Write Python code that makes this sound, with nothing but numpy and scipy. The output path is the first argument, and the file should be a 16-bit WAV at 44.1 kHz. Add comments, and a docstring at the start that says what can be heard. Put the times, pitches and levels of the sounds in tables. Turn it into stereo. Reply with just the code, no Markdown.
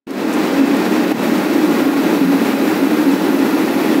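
"""A buffing machine and its dust extractor swell in and run steadily in a hard-walled workshop.
Air rushes, fan turbulence booms in the duct, motors hum at their own pitches and bearings sing faintly.
A few small metal parts tick early on. Just after one second the frame knocks dully and the level
dips briefly. A second knock comes about a second later, then a wheel rubs twice as the drone carries on."""
import sys
import numpy as np
from scipy import signal
from scipy.fft import rfft, irfft
from scipy.io import wavfile

SR = 44100
rng = np.random.default_rng(int(sys.argv[2]) if len(sys.argv) > 2 else 0)


def file_out(sig):
    """Save sig as 16-bit WAV at sys.argv[1]."""
    # one column per channel
    cols = np.atleast_2d(sig).T
    # limit, then scale
    lim = np.clip(cols, -1, 1)
    pcm = np.round(lim * 32767).astype(np.int16)
    wavfile.write(sys.argv[1], SR, pcm)


N = 176400


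def from_db(db):
    """Decibels to gain."""
    return 10 ** (np.asarray(db) / 20)


def unit_rms(x):
    """Scale to unit rms."""
    return x / np.sqrt(np.mean(x ** 2) + 1e-20)


def fader(rows):
    """Gain at every sample from rows of time_s, level_db."""
    return from_db(np.interp(np.arange(N) / SR, *np.transpose(rows)))


def bin_hz():
    """Frequency of every bin of the spectrum."""
    return np.maximum(np.arange(N // 2 + 1) * SR / N, 1)


def across_spectrum(rows):
    """Read rows of freq_hz, value at every bin, on a log axis."""
    hz, value = np.transpose(rows)
    return np.interp(np.log(bin_hz()), np.log(hz), value)


def drift(rate_hz):
    """Smooth random motion with unit spread."""
    spectrum = rfft(rng.standard_normal(N))
    return unit_rms(irfft(spectrum / (1 + (bin_hz() / rate_hz) ** 2), N))


def resonance(hz, width_hz):
    """Steep-sided peak of unit total power, as gain per root Hz."""
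    shape = 1 / (1 + ((bin_hz() - hz) / (.75 * width_hz)) ** 2)
    return shape / np.sqrt(np.sum(shape ** 2) * SR / N)


def resonance_bank(rows):
    """Several resonances, added in power into one tone colour."""
    return np.sqrt(sum((from_db(db) * resonance(hz, width)) ** 2 for hz, width, db in rows))


# How alike left and right sound: freq_hz, correlation
STEREO_LIKENESS = [(60, 0.99), (200, 0.89), (320, 0.94), (420, 0.51), (700, 0.44), (1250, -0.095),
                   (2400, 0.16), (4400, -0.07), (15000, 0.022)]
# Lean of the stereo image: freq_hz, left_minus_right_db
STEREO_BALANCE = [(100, 1), (160, -2.5), (270, -0.1), (450, 0.5), (780, -2.5), (1250, 4.5), (2000, 4.5),
                  (2700, 1.6), (5500, 4.5), (8000, 1), (10000, 5), (15000, 3)]


def room_noise(colour):
    """Stereo noise of a given gain per root Hz: alike in the bass, diffuse in the treble."""
    mid, side = rfft(rng.standard_normal((2, N))) * np.sqrt(SR / 2)
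    alike = np.clip(across_spectrum(STEREO_LIKENESS), -.99, .99)
    sides = np.array([[1], [-1]])
    pan = from_db(sides * across_spectrum(STEREO_BALANCE) / 2)
    pan = pan / np.sqrt(np.sum(pan ** 2, axis=0))
    stereo = np.sqrt(1 + alike) * mid + sides * np.sqrt(1 - alike) * side
    return irfft(colour * pan * stereo, N)


def reflections(ripple_db=1.5, decay_s=0.026):
    """Early reflections off walls and housings ripple the spectrum, less so in the bass."""
    echoes = rng.standard_normal(N) * np.exp(-np.arange(N) / SR / decay_s)
    ripple = unit_rms(rfft(echoes).real)
    return unit_rms(from_db(ripple_db * ripple * np.clip(bin_hz() / 2000, 0, 1)))


# Tone colour of the rush of air and wheels: freq_hz, density_db
RUSH_COLOUR = [(25, -103), (50, -84), (85, -78), (112, -61.5), (135, -62.5), (160, -54.5), (185, -43.5),
               (215, -42), (245, -43.5), (330, -44.5), (410, -43.5), (500, -49.5), (700, -52.5),
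               (860, -50.5), (1000, -55), (1400, -55.5), (2000, -59), (2550, -61.5), (2850, -64),
               (4000, -65.5), (5000, -69), (6600, -73.5), (10500, -79), (13000, -76), (15500, -76)]
# Fader ride on the whole rush: time_s, level_db
RUSH_RIDE = [(.07, -1.5), (.3, 1), (.46, 0.5), (.62, -0.5), (.8, 0.5), (1.1, 1), (1.3, 0.3), (1.48, 1),
             (1.9, -1.5), (2.15, 0), (2.27, -2.5), (2.4, 0.5), (2.75, 0), (2.8, -1.2), (3.05, 0), (3.3, 0),
             (3.63, 1.5), (3.7, -0.8), (3.78, 2), (4, 0.2)]
# Extra ride on its top end: time_s, level_db
TREBLE_RIDE = [(.07, -1), (.8, -0.5), (1.3, 1.5), (2.2, 1.5), (2.7, 2.5), (4, 0.5)]


def air_rush(crossover_hz=10200, surge_db=0.37, flutter_db=0.91):
    """A broad bed of turbulence that surges and flutters; its treble has a level of its own."""
    colour = from_db(across_spectrum(RUSH_COLOUR)) * reflections()
    treble_share = 1 / (1 + (crossover_hz / bin_hz()) ** 6)
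    body = room_noise(colour * np.sqrt(1 - treble_share))
    hiss = fader(TREBLE_RIDE) * room_noise(colour * np.sqrt(treble_share))
    gusts = from_db(surge_db * drift(rate_hz=11) + flutter_db * drift(rate_hz=18))
    return (body + hiss) * fader(RUSH_RIDE) * gusts


# Swells of the drone's lower note, near 277 Hz: time_s, level_db
LOWER_NOTE_RIDE = [(.07, 1), (.52, -8), (.59, 5), (.73, 2.2), (.83, -7), (1.0, -2), (1.5, -3.5),
                   (1.73, 3.5), (1.99, 4), (2.12, -3), (2.26, 7), (2.45, 1), (2.72, -3.5), (2.82, 4),
                   (2.96, -18), (3.09, 7), (3.2, -5.5), (3.4, 1.5), (3.55, -2), (4, -1)]
# Swells of its upper note, near 312 Hz: time_s, level_db
UPPER_NOTE_RIDE = [(.07, -4.5), (.37, 1), (.5, -8), (.9, 1), (1.25, -4.5), (1.55, 1), (1.83, 2.5),
                   (1.96, -3), (2.12, 2), (2.25, -5.5), (2.65, -3.5), (2.97, 3.5), (3.25, -1.5),
                   (3.38, 0.5), (3.7, 2), (4, -1.5)]


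def drone_swell(hz):
    """Pitches around the drone's two main notes swell separately; the rest hold their level."""
    if 250 < hz < 290:
        return fader(LOWER_NOTE_RIDE)
    if 290 <= hz < 370:
        return fader(UPPER_NOTE_RIDE)
    return 1


# Resonances of the duct and housings: pitch_hz, width_hz, level_db
DUCT_MODES = [(114, 8.8, -56), (226, 5.4, -36), (276.6, 8.2, -24.5), (293, 2, -29.5), (309.5, 7.3, -25),
              (343.8, 13.6, -28.5), (475.7, 6.4, -35.5), (553, 8.9, -38.5), (818.4, 7.1, -40),
              (1100, 7.7, -42.5), (1405, 47, -36.5), (1646, 100, -41.5), (1810, 8.8, -55), (2483, 28, -41),
              (2648, 6, -44.5), (2690, 35, -48), (3980, 88, -49)]


def duct_boom():
    """Fan turbulence rings the duct's low resonances and the housings' higher ones."""
    low_modes = [row for row in DUCT_MODES if row[0] < 400]
    housings = room_noise(resonance_bank(DUCT_MODES[len(low_modes):]))
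    boom = sum(drone_swell(hz) * room_noise(from_db(db) * resonance(hz, width))
               for hz, width, db in low_modes)
    return housings + boom


# Hum of the motors and their fan blades: pitch_hz, level_db
MOTOR_TONES = [(233.5, -30), (264, -27.5), (277.5, -23), (297, -26), (312.5, -22.5), (349.5, -29),
               (387.5, -35.5), (424, -40.5), (528, -42), (554, -37.5), (614, -39)]


def motor_hum(pitch_wander=0.00497, waver_db=1.4):
    """Motor tones waver in pitch and level and beat against each other."""
    out = 0
    for hz, db in MOTOR_TONES:
        pitch_hz = hz * (1 + pitch_wander * drift(rate_hz=2.09))
        cycles = np.cumsum(pitch_hz) / SR + rng.random()
        tone = np.sqrt(2) * np.sin(2 * np.pi * cycles)
        waver = unit_rms(from_db(waver_db * drift(rate_hz=3.9)))
        out = out + from_db(db) * drone_swell(hz) * waver * tone
    return out


# Narrow bands of bearing whine: pitch_hz, width_hz, level_db
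WHINE_BANDS = [(8970, 30, -58), (10010, 50, -54), (10200, 60, -56), (11180, 150, -47.5), (11100, 20, -55),
               (11355, 14, -56), (12100, 40, -54), (12405, 50, -52), (12554, 45, -51), (12963, 30, -50),
               (13150, 80, -54), (13959, 30, -56), (14650, 110, -47)]
# Slow rise of the whine: time_s, level_db
WHINE_RIDE = [(.07, -13), (1.1, -5), (1.8, -1.5), (2.6, -1), (4, 2.5)]


def bearing_whine(shaft_hz=49, throb_depth=0.17):
    """The bearings sing thin and high, throbbing once per turn of the shaft."""
    whine = room_noise(resonance_bank(WHINE_BANDS))
    throb = unit_rms(1 + throb_depth * np.cos(2 * np.pi * shaft_hz * np.arange(N) / SR))
    return whine * throb * fader(WHINE_RIDE)


# Ticks of small metal parts: start_s, level_db, t60_s, centre_hz
TICK_CUES = [(.107, -23, 0.02, 5940), (.327, -27, 0.09, 6500), (0.336, -26, 0.07, 7500),
             (.767, -27, .035, 11000), (1.117, -29, .03, 9000)]


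def metal_ticks():
    """Small metal parts tick: short bright bursts that die away in the room."""
    out = 0
    for start_s, db, t60_s, hz in TICK_CUES:
        age = np.arange(N) / SR - start_s
        envelope = (age > 0) * np.exp(-np.log(1000) * np.abs(age) / t60_s)
        out = out + from_db(db) * envelope * room_noise(resonance(hz, width_hz=0.88 * hz))
    return out


# Dull knocks in the frame: start_s, level_db, pitch_hz
KNOCK_CUES = [(1.112, -20.5, 155.3), (2.245, -20, 180)]


def frame_knocks(attack_s=0.012, t60_s=0.5):
    """The machine's frame thuds dully and booms for a moment."""
    out = 0
    for start_s, db, hz in KNOCK_CUES:
        age = np.maximum(np.arange(N) / SR - start_s, 0)
        envelope = np.minimum(age / attack_s, 1) * np.exp(-np.log(1000) * age / t60_s)
        out = out + from_db(db) * envelope * room_noise(resonance(hz, width_hz=9.9))
    return out


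# Rubs of the wheel: start_s, length_s, peak_db
RUB_CUES = [(2.42, .13, -2.5), (2.597, 0.24, -1)]
# Tone colour of their rasp: freq_hz, density_db
RASP_COLOUR = [(300, -80), (1200, -60), (2300, -63), (3500, -83), (8000, -82), (15000, -83)]


def wheel_rubs(grain_db=0.5):
    """A wheel rubs briefly: a grainy rasp that rises and falls with the pressure."""
    t = np.arange(N) / SR
    pressure = sum(from_db(db) * np.sin(np.pi * np.clip((t - start_s) / length_s, 0, 1))
                   for start_s, length_s, db in RUB_CUES)
    grain = unit_rms(from_db(grain_db * drift(rate_hz=120)))
    return pressure * grain * room_noise(from_db(across_spectrum(RASP_COLOUR)))


# Master fader, with the opening swell and one brief dip: time_s, level_db
MASTER_RIDE = [(.063, -75), (.070, -14.5), (.11, -8), (.2, -4.5), (.34, -1.5), (.45, 0.5), (1.121, 0.5),
               (1.131, -9), (1.158, -6.5), (1.19, -1.5), (1.25, 0), (2.22, 1), (2.27, 0.5), (2.36, 0.5),
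               (4, -0.5)]


def scene():
    """The running machine and its ticks, knocks and rubs, all under one fader."""
    bed = air_rush() + duct_boom() + motor_hum() + bearing_whine()
    return fader(MASTER_RIDE) * (bed + metal_ticks() + frame_knocks() + wheel_rubs())


def record(dry):
    """A soft clip rounds the highest peaks and a steep low-pass trims the top."""
    ceiling, cutoff_hz = .88, 15680
    rounded = dry / (1 + (np.abs(dry) / ceiling) ** 8) ** (1 / 8)
    low_pass = signal.ellip(12, .1, 80, cutoff_hz, fs=SR, output="sos")
    return signal.sosfilt(low_pass, rounded)


dry = scene()
out = record(dry)
file_out(out)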